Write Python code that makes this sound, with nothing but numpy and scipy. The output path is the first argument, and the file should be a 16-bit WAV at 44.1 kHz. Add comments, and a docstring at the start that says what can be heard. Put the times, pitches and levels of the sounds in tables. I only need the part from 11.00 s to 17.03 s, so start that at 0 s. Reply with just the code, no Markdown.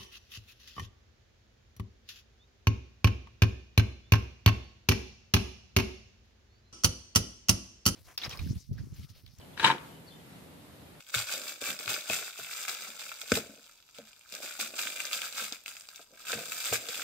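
"""Stretch wrap crinkles first: a bundle of hardcover books is turned and picked at over a wooden
table in a quiet shop. The taut film is swarms of tiny noise buckles, with louder single snaps on top.
The covers rub as stick-slip noise; the books bump dully in the hands as decaying low modes, and once
knock down hard as two filtered pushes and a thud. Full shelves keep the room's answer short: noise
reflections with a soft tail, over a steady filtered-noise hush."""
import sys
import numpy as np
from scipy import signal
from scipy.fft import rfft, irfft, next_fast_len
from scipy.io import wavfile
from scipy.ndimage import uniform_filter1d

SR = 44100
rng = np.random.default_rng(int(sys.argv[2]) if len(sys.argv) > 2 else 0)


def write(x):
    x = np.atleast_2d(x).T
    wavfile.write(sys.argv[1], SR, np.round(np.clip(x, -1, 1) * 32767).astype(np.int16))


N = 265923


def amp(db):
    """Decibels to gain."""
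    return 10 ** (np.asarray(db) / 20)


def unit(x):
    """Scale to rms 1."""
    return x / np.sqrt(np.mean(x ** 2) + 1e-20)


def along(points, hz):
    """Read (frequency, value) points on a log frequency axis."""
    f, v = np.transpose(points)
    return np.interp(np.log(hz + 1), np.log(f + 1), v)


def curve(points):
    """Draw (time, value) points as one value per sample."""
    s, v = np.transpose(points)
    return np.interp(np.arange(N) / SR, s, v)


def filtered(x, response):
    """Multiply the spectrum of x by a response of frequency."""
    size = next_fast_len(N + SR // 2)
    hz = np.fft.rfftfreq(size, 1 / SR)
    return irfft(rfft(x, size) * response(hz), size)[..., :N]


def coloured(x, spectrum, size=4096):
    """Causal filter of unit energy with the given spectrum."""
    log_gain = np.log(amp(along(spectrum, np.fft.rfftfreq(size, 1 / SR))))
    # folding the cepstrum forward in time gives minimum phase
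    cepstrum = irfft(log_gain)
    cepstrum[1:size // 2] *= 2
    cepstrum[size // 2 + 1:] = 0
    kernel = irfft(np.exp(rfft(cepstrum)))
    kernel /= np.linalg.norm(kernel)
    return signal.oaconvolve(x, kernel[None], axes=1)[:, :N]


def dipped(x, dips):
    """Weaken narrow bands of x."""
    def response(f):
        gain = 1
        for centre, width, depth in dips:
            band = 1j * f * width / (centre * centre - f * f + 1j * f * width)
            gain = gain * (1 - np.clip(depth, 0, 1) * band)
        return gain
    return filtered(x, response)


def add(track, s, sound):
    """Mix a sound into a track at time s."""
    part = track[..., max(round(s * SR), 0):][..., :sound.shape[-1]]
    part += sound[..., :part.shape[-1]]


# stereo image: freq_hz, likeness of left and right [0-1]
STEREO_LIKENESS = [(100, 0.8), (350, 0.91), (700, 0.81), (1500, 0.8), (3000, 0.45), (5500, 0.19),
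                   (8000, 0.1), (11000, 0.046)]


def spread(pair):
    """Turn two unrelated signals into left and right, much alike in the lows and hardly in the treble."""
    def middle_and_side(hz):
        turn = np.arccos(np.clip(along(STEREO_LIKENESS, hz), 0, 1)) / 2
        return np.array([np.cos(turn), np.sin(turn)])
    mid, side = filtered(pair, middle_and_side)
    return np.array([mid + side, mid - side])


def swells(rows, roundness=1.45):
    """Sum the power of hand movements that rise to a peak and fall; roundness above 1 rounds the top."""
    t, power = np.arange(N) / SR, np.zeros(N)
    for s, db, rise, fall in rows:
        near = slice(*np.searchsorted(t, [s - 5 * abs(rise), s + 5 * abs(fall)]))
        away = np.abs((t[near] - s) / np.where(t[near] < s, rise, fall))
        power[near] += amp(db - 10 * away ** roundness) ** 2
    return power


# tugs and shifts of the grip: peak_s, relative level_db, rise_s, fall_s
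# (each over 10 dB; the sign of a time is ignored, and a zero fall stops at the peak)
TUGS = [(0.153, -31, .02, 0.0637), (0.195, -36.5, .015, 0.07), (0.275, -40.5, .01, 0.1),
        (0.325, -33, .04, 0.08), (0.44, -40.5, 0.011, -0.01), (0.485, -38, 0.033, 0.06),
        (0.614, -38.5, .008, 0.08), (0.698, -33, 0.051, 0.0465), (0.803, -40.5, .014, 0.07),
        (0.903, -30.5, .024, 0.0971), (1.12, -29.5, 0.042, 0.0832), (1.265, -39, 0.085, .032),
        (1.38, -41.5, 0.012, 0.18), (1.524, -40, 0.029, 0.06), (1.614, -37, 0.061, 0.05),
        (1.684, -34.5, 0.0097, 0.08), (1.81, -42, .06, 0.1), (1.87, -42.5, 0.017, 0.02),
        (1.997, -41.5, .012, 0.1555), (2.218, -41, .009, -0.01), (2.365, -30, 0.061, 0.0272),
        (2.962, -50, .019, 0.06), (3.08, -56.5, 0.028, 0.07), (3.343, -43.5, .036, .07),
        (3.445, -39.5, 0.041, 0.13), (3.608, -32, .02, 0.06), (3.812, -34.5, 0.056, 0.12),
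        (4.008, -39, .08, 0.17), (4.146, -33, .034, 0.05), (4.262, -37, 0.1, 0.0432),
        (4.408, -33.5, 0.068, 0.0776), (4.53, -47.5, .01, .05), (4.687, -46, 0.02, 0.1),
        (5.306, -32, 0.035, .055), (5.385, -41.5, 0.038, 0.24), (5.52, -39, 0.029, 0.26),
        (5.672, -34, 0.044, 0.06), (5.742, -27.5, 0.023, 0.03), (5.945, -37, 0.11, -0.68)]
# the held film, never quite at rest between tugs: time_s, relative level_db
HOLD = [(0, -52), (0.055, -61), (0.09, -50), (0.4, -53.5), (1.9, -47.5), (2.25, -50), (2.5, -58),
        (2.66, -56), (2.85, -66.5), (3.14, -62), (3.55, -51), (4.45, -48.5), (4.62, -64), (4.75, -57.5),
        (5.02, -53), (5.08, -70), (5.2, -50.5), (6.03, -47)]


def effort():
    """How hard the film is worked, as a power: the tugs on top of the hold."""
    return swells(TUGS) + amp(curve(HOLD)) ** 2


def clumps(rate, t60):
    """A flicker of power with mean 1: random bursts, rate a second, start at once and die away."""
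    starts = rng.random(N) * (rng.random(N) < rate / SR)
    fade = amp(-60 * np.arange(SR // 5) / SR / t60) ** 2
    power = np.abs(signal.oaconvolve(starts, fade)[:N])
    return power / power.mean()


def buckles(kicks, t60, hz, focus, relative_width=0.52, size=1024):
    """Each kick sets a facet of film shivering: fading noise plus a share (focus) ringing around hz."""
    fade = amp(-60 * np.arange(size) / SR / t60) ** 2
    power = np.abs(signal.oaconvolve(kicks ** 2, fade / fade.sum())[:len(kicks)])
    shiver = np.sqrt(power) * rng.standard_normal((2, len(kicks)))
    pole = np.exp(2j * np.pi * hz / SR - np.pi * hz * abs(relative_width) / SR)
    ring = signal.lfilter([1, 0, -1], np.poly([pole, pole.conjugate()]).real, shiver)
    # the mix keeps the mean power of the kicks
    return unit(unit(shiver) + focus * unit(ring)) * np.sqrt(np.mean(power))


def swarm(rate, scatter_db, t60, low_hz, high_hz, focus, count=7):
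    """Facets of count sizes buckle at random, rate a second, evened out to an rms near 1."""
    happens = rng.random(N) < rate / SR
    sizes = amp(scatter_db * np.minimum(rng.standard_normal(N), 2)) * happens
    which = rng.integers(count, size=N)
    power = np.abs(uniform_filter1d(sizes ** 2, size=1000))
    sizes = sizes / np.sqrt(power + np.mean(power) / 20)
    total = np.zeros((2, N))
    for k, hz in enumerate(np.geomspace(low_hz, high_hz, count)):
        total += buckles(sizes * (which == k), t60, hz, focus)
    return total


# tone of the film: freq_hz, relative density_db (per Hz)
FILM_TONE = [(50, -59), (120, -23), (300, -14.5), (700, -1), (1000, -9.5), (1450, 1), (2500, 0.5),
             (4000, -1), (6200, -3.5), (7600, 1), (9000, -5), (10500, -9.5), (13000, -4.5), (15500, -5.5)]
# how bright the crinkle is over time: time_s, treble_gain_db
TREBLE = [(0.3, -0.5), (0.5, 1), (1.1, 0), (1.3, 1.5), (1.65, 1), (1.85, -0.5), (2.4, 2), (2.95, -2),
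          (3.35, 1.14), (4.0, 1.3), (4.4, 0), (4.7, 3.1), (5.3, -1), (5.52, 3.5), (6.03, 0.5)]


def crinkle(flurry_db=-19, flurry_t60=.1, flurry_rise=.004, crinkle_db=-1.3, clump_share=.28, edge_hz=5500):
    """The harder the pull, the denser and louder the clumped buckles; each snap sets off more of them."""
    share = np.clip(clump_share, 0, 1)
    power = effort() * amp(crinkle_db) ** 2 * (1 - share + share * clumps(rate=70, t60=.07))
    t = np.arange(SR // 4) / SR
    for s, db, _ in SNAPS:
        flurry = amp(db + flurry_db - 60 * t / flurry_t60) * (1 - np.exp(-t / flurry_rise))
        add(power, s, flurry ** 2)
    level = np.sqrt(power)
    busy = (level / np.mean(level)) ** .5
    # large facets pop one by one, small ones fizz
    pops = swarm(520 * busy, scatter_db=6, t60=0.0069, low_hz=1446, high_hz=7700, focus=1.3)
    fizz = swarm(2600 * busy, scatter_db=3.5, t60=0.0025, low_hz=4500, high_hz=13240, focus=0.65, count=3)
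    # a steady scatter of small creases ticks, about 70 a second
    ticks = swarm(70, scatter_db=2, t60=0.003, low_hz=2600, high_hz=8000, focus=1.0, count=4)
    mix = amp(-5.0) * pops + amp(-2) * fizz + amp(-11.5) * ticks / busy
    sound = level * coloured(mix, FILM_TONE)
    treble = filtered(sound, lambda hz: hz ** 4 / (hz ** 4 + edge_hz ** 4))
    return sound + treble * (amp(curve(TREBLE)) - 1)


# slides of the bundle in the hands: peak_s, relative level_db, rise_s, fall_s
# (each over 10 dB; the sign of a time is ignored, and a zero fall stops at the peak)
SLIDES = [(0.34, -52, 0.045, -0.2), (0.475, -49.5, .025, 0), (0.67, -50, 0.038, 0.12),
          (0.92, -49, 0.072, 0.08), (1.19, -53.5, 0.062, .07), (1.85, -60, .12, 0.26),
          (2.42, -55, 0.025, 0.13), (3.35, -53.5, 0.028, -0.15), (3.44, -56.5, 0.054, 0),
          (3.64, -56, .02, -0.57), (5.13, -57.5, 0.023, .05), (5.37, -50, 0.1, -0.15),
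          (5.715, -49.5, 0.03, -0.25), (5.99, -60.5, .02, -3)]
# tone of rubbed covers: freq_hz, relative density_db (per Hz)
RUB_TONE = [(40, -32.5), (90, -10), (180, -3), (450, 4), (680, 6.5), (950, -25.5), (3000, -52)]


def rubbing(rub_db=-1, drag_db=-29.0):
    """Fingers and film stick and slip on the covers: plainly in a slide, faintly with every tug."""
    level = np.sqrt(amp(rub_db) ** 2 * swells(SLIDES) + amp(drag_db) ** 2 * effort())
    slips = swarm(600, scatter_db=7.0, t60=0.0052, low_hz=190, high_hz=620, focus=0.038, count=2)
    return level * unit(coloured(slips, RUB_TONE))


# decay of the shop's tail: freq_hz, t60_s
SHOP_DECAY = [(100, 0.32), (500, 0.39), (2000, 0.4), (6000, 0.48), (14000, 0.42)]


def shop(x, wet_db=-13, early_db=-9, early_t60=0.023, count=16):
    """Early reflections, drawn anew in each of count equal stretches; a soft tail follows."""
    hz, t, grains = signal.stft(rng.standard_normal((2, SR // 2)), SR, nperseg=256)
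    fade = amp(-60 * t / along(SHOP_DECAY, hz)[:, None])
    tail = signal.istft(grains * fade, SR, nperseg=256)[1]
    tail = amp(wet_db) * tail / np.linalg.norm(tail[0])
    late = np.pad(x, (SR // 400, 0))[:N]  # the answer starts 2.5 ms behind
    answer = signal.fftconvolve(late[None], tail, axes=1)[:, :N]
    # table and near bundles answer first
    early_fade = amp(-60 * np.arange(SR // 20) / SR / early_t60)
    for part in np.array_split(np.arange(N), count):
        early = rng.standard_normal((2, SR // 20)) * early_fade
        early = amp(early_db) * early / np.linalg.norm(early, axis=1, keepdims=True)
        add(answer, part[0] / SR, signal.fftconvolve(late[part][None], early, axes=1))
    return spread(answer)


# tone of the shop's air: freq_hz, relative density_db (per Hz)
HUSH_TONE = [(15, -33.5), (25, 5.5), (666, -5.5), (997, -2), (1380, -19), (1950, -11), (4870, 2.5),
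             (8350, -7), (9550, -23), (12200, -0.5), (15500, -19)]


def hush(hush_db=-67):
    """The steady air of the shop: filtered stereo noise."""
    air = filtered(rng.standard_normal((2, N)), lambda hz: amp(along(HUSH_TONE, hz)))
    return amp(hush_db) * unit(spread(air))


# the loudest creases snapping through: start_s, relative level_db, ring_hz
SNAPS = [(0.1422, -16.5, 1470), (0.1478, -17, 3780), (0.1828, -22.5, 2240), (0.19, -21, 4300),
         (0.417, -30, 5270), (0.6145, -26, 3100), (0.7903, -25, 4500), (0.8596, -25.5, 3500),
         (0.8784, -21, 1930), (0.9411, -21, 4500), (1.0985, -19, 2540), (1.28, -27.5, 1530),
         (1.6859, -24.5, 3100), (2.117, -27.5, 1330), (2.216, -26, 3100), (2.373, -21, 3770),
         (2.6703, -45, 1690), (2.8898, -45.5, 2570), (2.985, -35, 3530), (3.324, -27.5, 4780),
         (3.351, -24.5, 5570), (3.6005, -20.5, 3030), (3.7915, -20, 3100), (3.872, -21, 1840),
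         (4.0027, -19.5, 2280), (4.0524, -23, 4700), (4.1312, -17.5, 3500), (4.218, -21.5, 2880),
         (4.3259, -28, 3980), (4.5239, -22, 4500), (4.6603, -27.5, 2800), (4.68, -28, 2650),
         (4.7677, -32, 2480), (4.809, -34, 4730), (4.888, -32.5, 4200), (4.9593, -31.5, 5340),
         (5.319, -20.5, 5000), (5.3305, -21, 1510), (5.642, -23.5, 3820), (5.7275, -22.5, 3000),
         (5.735, -21, 6500), (5.887, -23.5, 2190)]


def snaps(snap_db=11, t60=0.0035, focus=1.4):
    """Single creases give way, each a brief noise burst with its own ring."""
    track = np.zeros((2, N))
    for s, db, hz in SNAPS:
        add(track, s, amp(db + snap_db) * buckles(signal.unit_impulse(SR // 40), t60, hz, focus))
    return coloured(track, FILM_TONE)


# soft, low contacts as the books bump and shift: start_s, relative level_db, centre_hz
BUMPS = [(0.1487, -37, 476), (0.159, -38.5, 102), (0.619, -35, 440), (0.69, -45, 184), (0.8005, -42.5, 490),
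         (0.872, -45, 141), (0.9106, -38, 530), (0.9419, -41, 495), (1.098, -45, 154), (1.099, -28, 490),
         (1.2137, -46, 455), (1.39, -44, 695), (1.396, -53, 169), (1.6909, -44, 650), (1.888, -57.5, 220),
         (2.2323, -46.5, 620), (2.318, -32, 250), (2.3192, -20, 440), (2.365, -38, 228), (2.3719, -22, 474),
         (2.4947, -44, 335), (2.58, -50.5, 388), (2.9864, -38, 390), (3.013, -58, 194),
         (3.4436, -41.5, 510), (3.5928, -38, 650), (3.618, -51, 213), (4.42, -43, 430), (4.423, -54, 200),
         (4.5215, -41, 670), (4.9948, -48, 564), (5.3311, -32, 485), (5.35, -41, 170), (5.384, -36.5, 626),
         (5.713, -41.5, 110), (5.7265, -25, 690), (5.8885, -42, 480)]
# modes the bundle rings with: pitch_hz, relative level_db, t60_s
BOOK_MODES = [(91, -4, 0.23), (115.4, 4, 0.17), (154, -4.5, 0.25), (220.5, 0, 0.17), (271, -1.5, 0.073),
              (358, -10, 0.0196), (461, 0, 0.047), (560, -11.5, 0.027), (690, 1.5, 0.038)]


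def bumps(bump_db=6, octaves=0.38, rise_cycles=0.28, scuff_db=-8, scuff_t60=0.06):
    """Each bump rings the modes near its own pitch, low ones swelling more slowly, and the covers scuff."""
    ring, scuff = np.zeros((2, N)), np.zeros(N)
    t = np.arange(SR // 2) / SR
    hz, mode_db, t60 = np.transpose(BOOK_MODES)[:, :, None]
    rise = 1 - np.exp(-(t * hz / rise_cycles) ** 2)
    for s, db, centre_hz in BUMPS:
        nearness = np.exp(-.5 * (np.log2(hz / centre_hz) / octaves) ** 2)
        share = amp(mode_db + 2 * rng.standard_normal(hz.shape)) * nearness
        # every contact detunes the modes a little
        pitch = hz * np.exp(rng.normal(0, 0.026, hz.shape))
        modes = share / share.sum() * rise * amp(-60 * t / t60) * np.sin(2 * np.pi * pitch * t)
        add(ring[0], s, amp(db + bump_db) * modes.sum(0))
        add(scuff, s, amp(db + scuff_db - 60 * t / scuff_t60))
    return ring + coloured(scuff * rng.standard_normal((2, N)), RUB_TONE)


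# tone of the hard knock: freq_hz, relative density_db (per Hz)
CRACK_TONE = [(40, -21), (90, -11), (400, 2.5), (900, -15), (1500, 0.5), (2000, 5), (2500, -5), (3300, -10),
              (5000, -6.5), (8000, -7), (11000, -26.5), (16000, -40)]


def knock(crack_db=4, rebound=0.56, weight_db=-26, weight_hz=88, weight_t60=0.087):
    """A hard cover edge strikes: a push, then a millisecond later its rebound and the weight's thud together."""
    push = np.zeros((2, N))
    start_s, back_s = 2.3193, 2.3203
    add(push[0], start_s, amp(crack_db) * np.ones(1))
    add(push[0], back_s, -rebound * amp(crack_db) * np.ones(1))
    sound = coloured(push, CRACK_TONE)
    t = np.arange(SR // 2) / SR
    thud = amp(weight_db - 60 * t / weight_t60) * np.sin(2 * np.pi * weight_hz * t)
    add(sound[0], back_s, thud)
    return sound


# near sound partly cancels against its bounce off the table: centre_hz, width_hz, depth [0-1]
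TABLE_DIPS = [(980, 360, 0.2), (1990, 410, 0.63)]


def scene(bass_hz=58):
    """Film and books close by, too small to radiate deep bass, and the shop around them."""
    near = crinkle() + rubbing() + snaps() + bumps() + knock()
    near = signal.sosfilt(signal.butter(5, bass_hz, "high", fs=SR, output="sos"), near)
    return spread(dipped(near, TABLE_DIPS)) + shop(near[0]) + hush()


# a dip in the microphones' treble: centre_hz, width_hz, depth [0-1]
PORT_DIPS = [(9590, 540, 1)]
# tilt of the left microphone, apart from its doubled treble: freq_hz, gain_db
LEFT_TILT = [(150, 1), (550, 1.74), (1400, 3), (3500, .5), (11000, 0.5)]


def record(dry, echo=0.91, echo_delay=0.0008235, top_hz=15650):
    """The microphones colour the sound; the left one also gets the treble a second time, just after."""
    left, right = dipped(dry, PORT_DIPS)

    def left_response(f):
        first = along([(1500, 0.94), (3500, 0.43), (11000, 0.36)], f)
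        second = echo * along([(450, 0.11), (2100, 0.93)], f) * np.exp(-2j * np.pi * f * echo_delay)
        return amp(along(LEFT_TILT, f)) * (first + second)

    left = filtered(left, left_response)
    return filtered(np.array([left, right]), lambda hz: hz < top_hz)


dry = scene()
out = record(dry)
write(out)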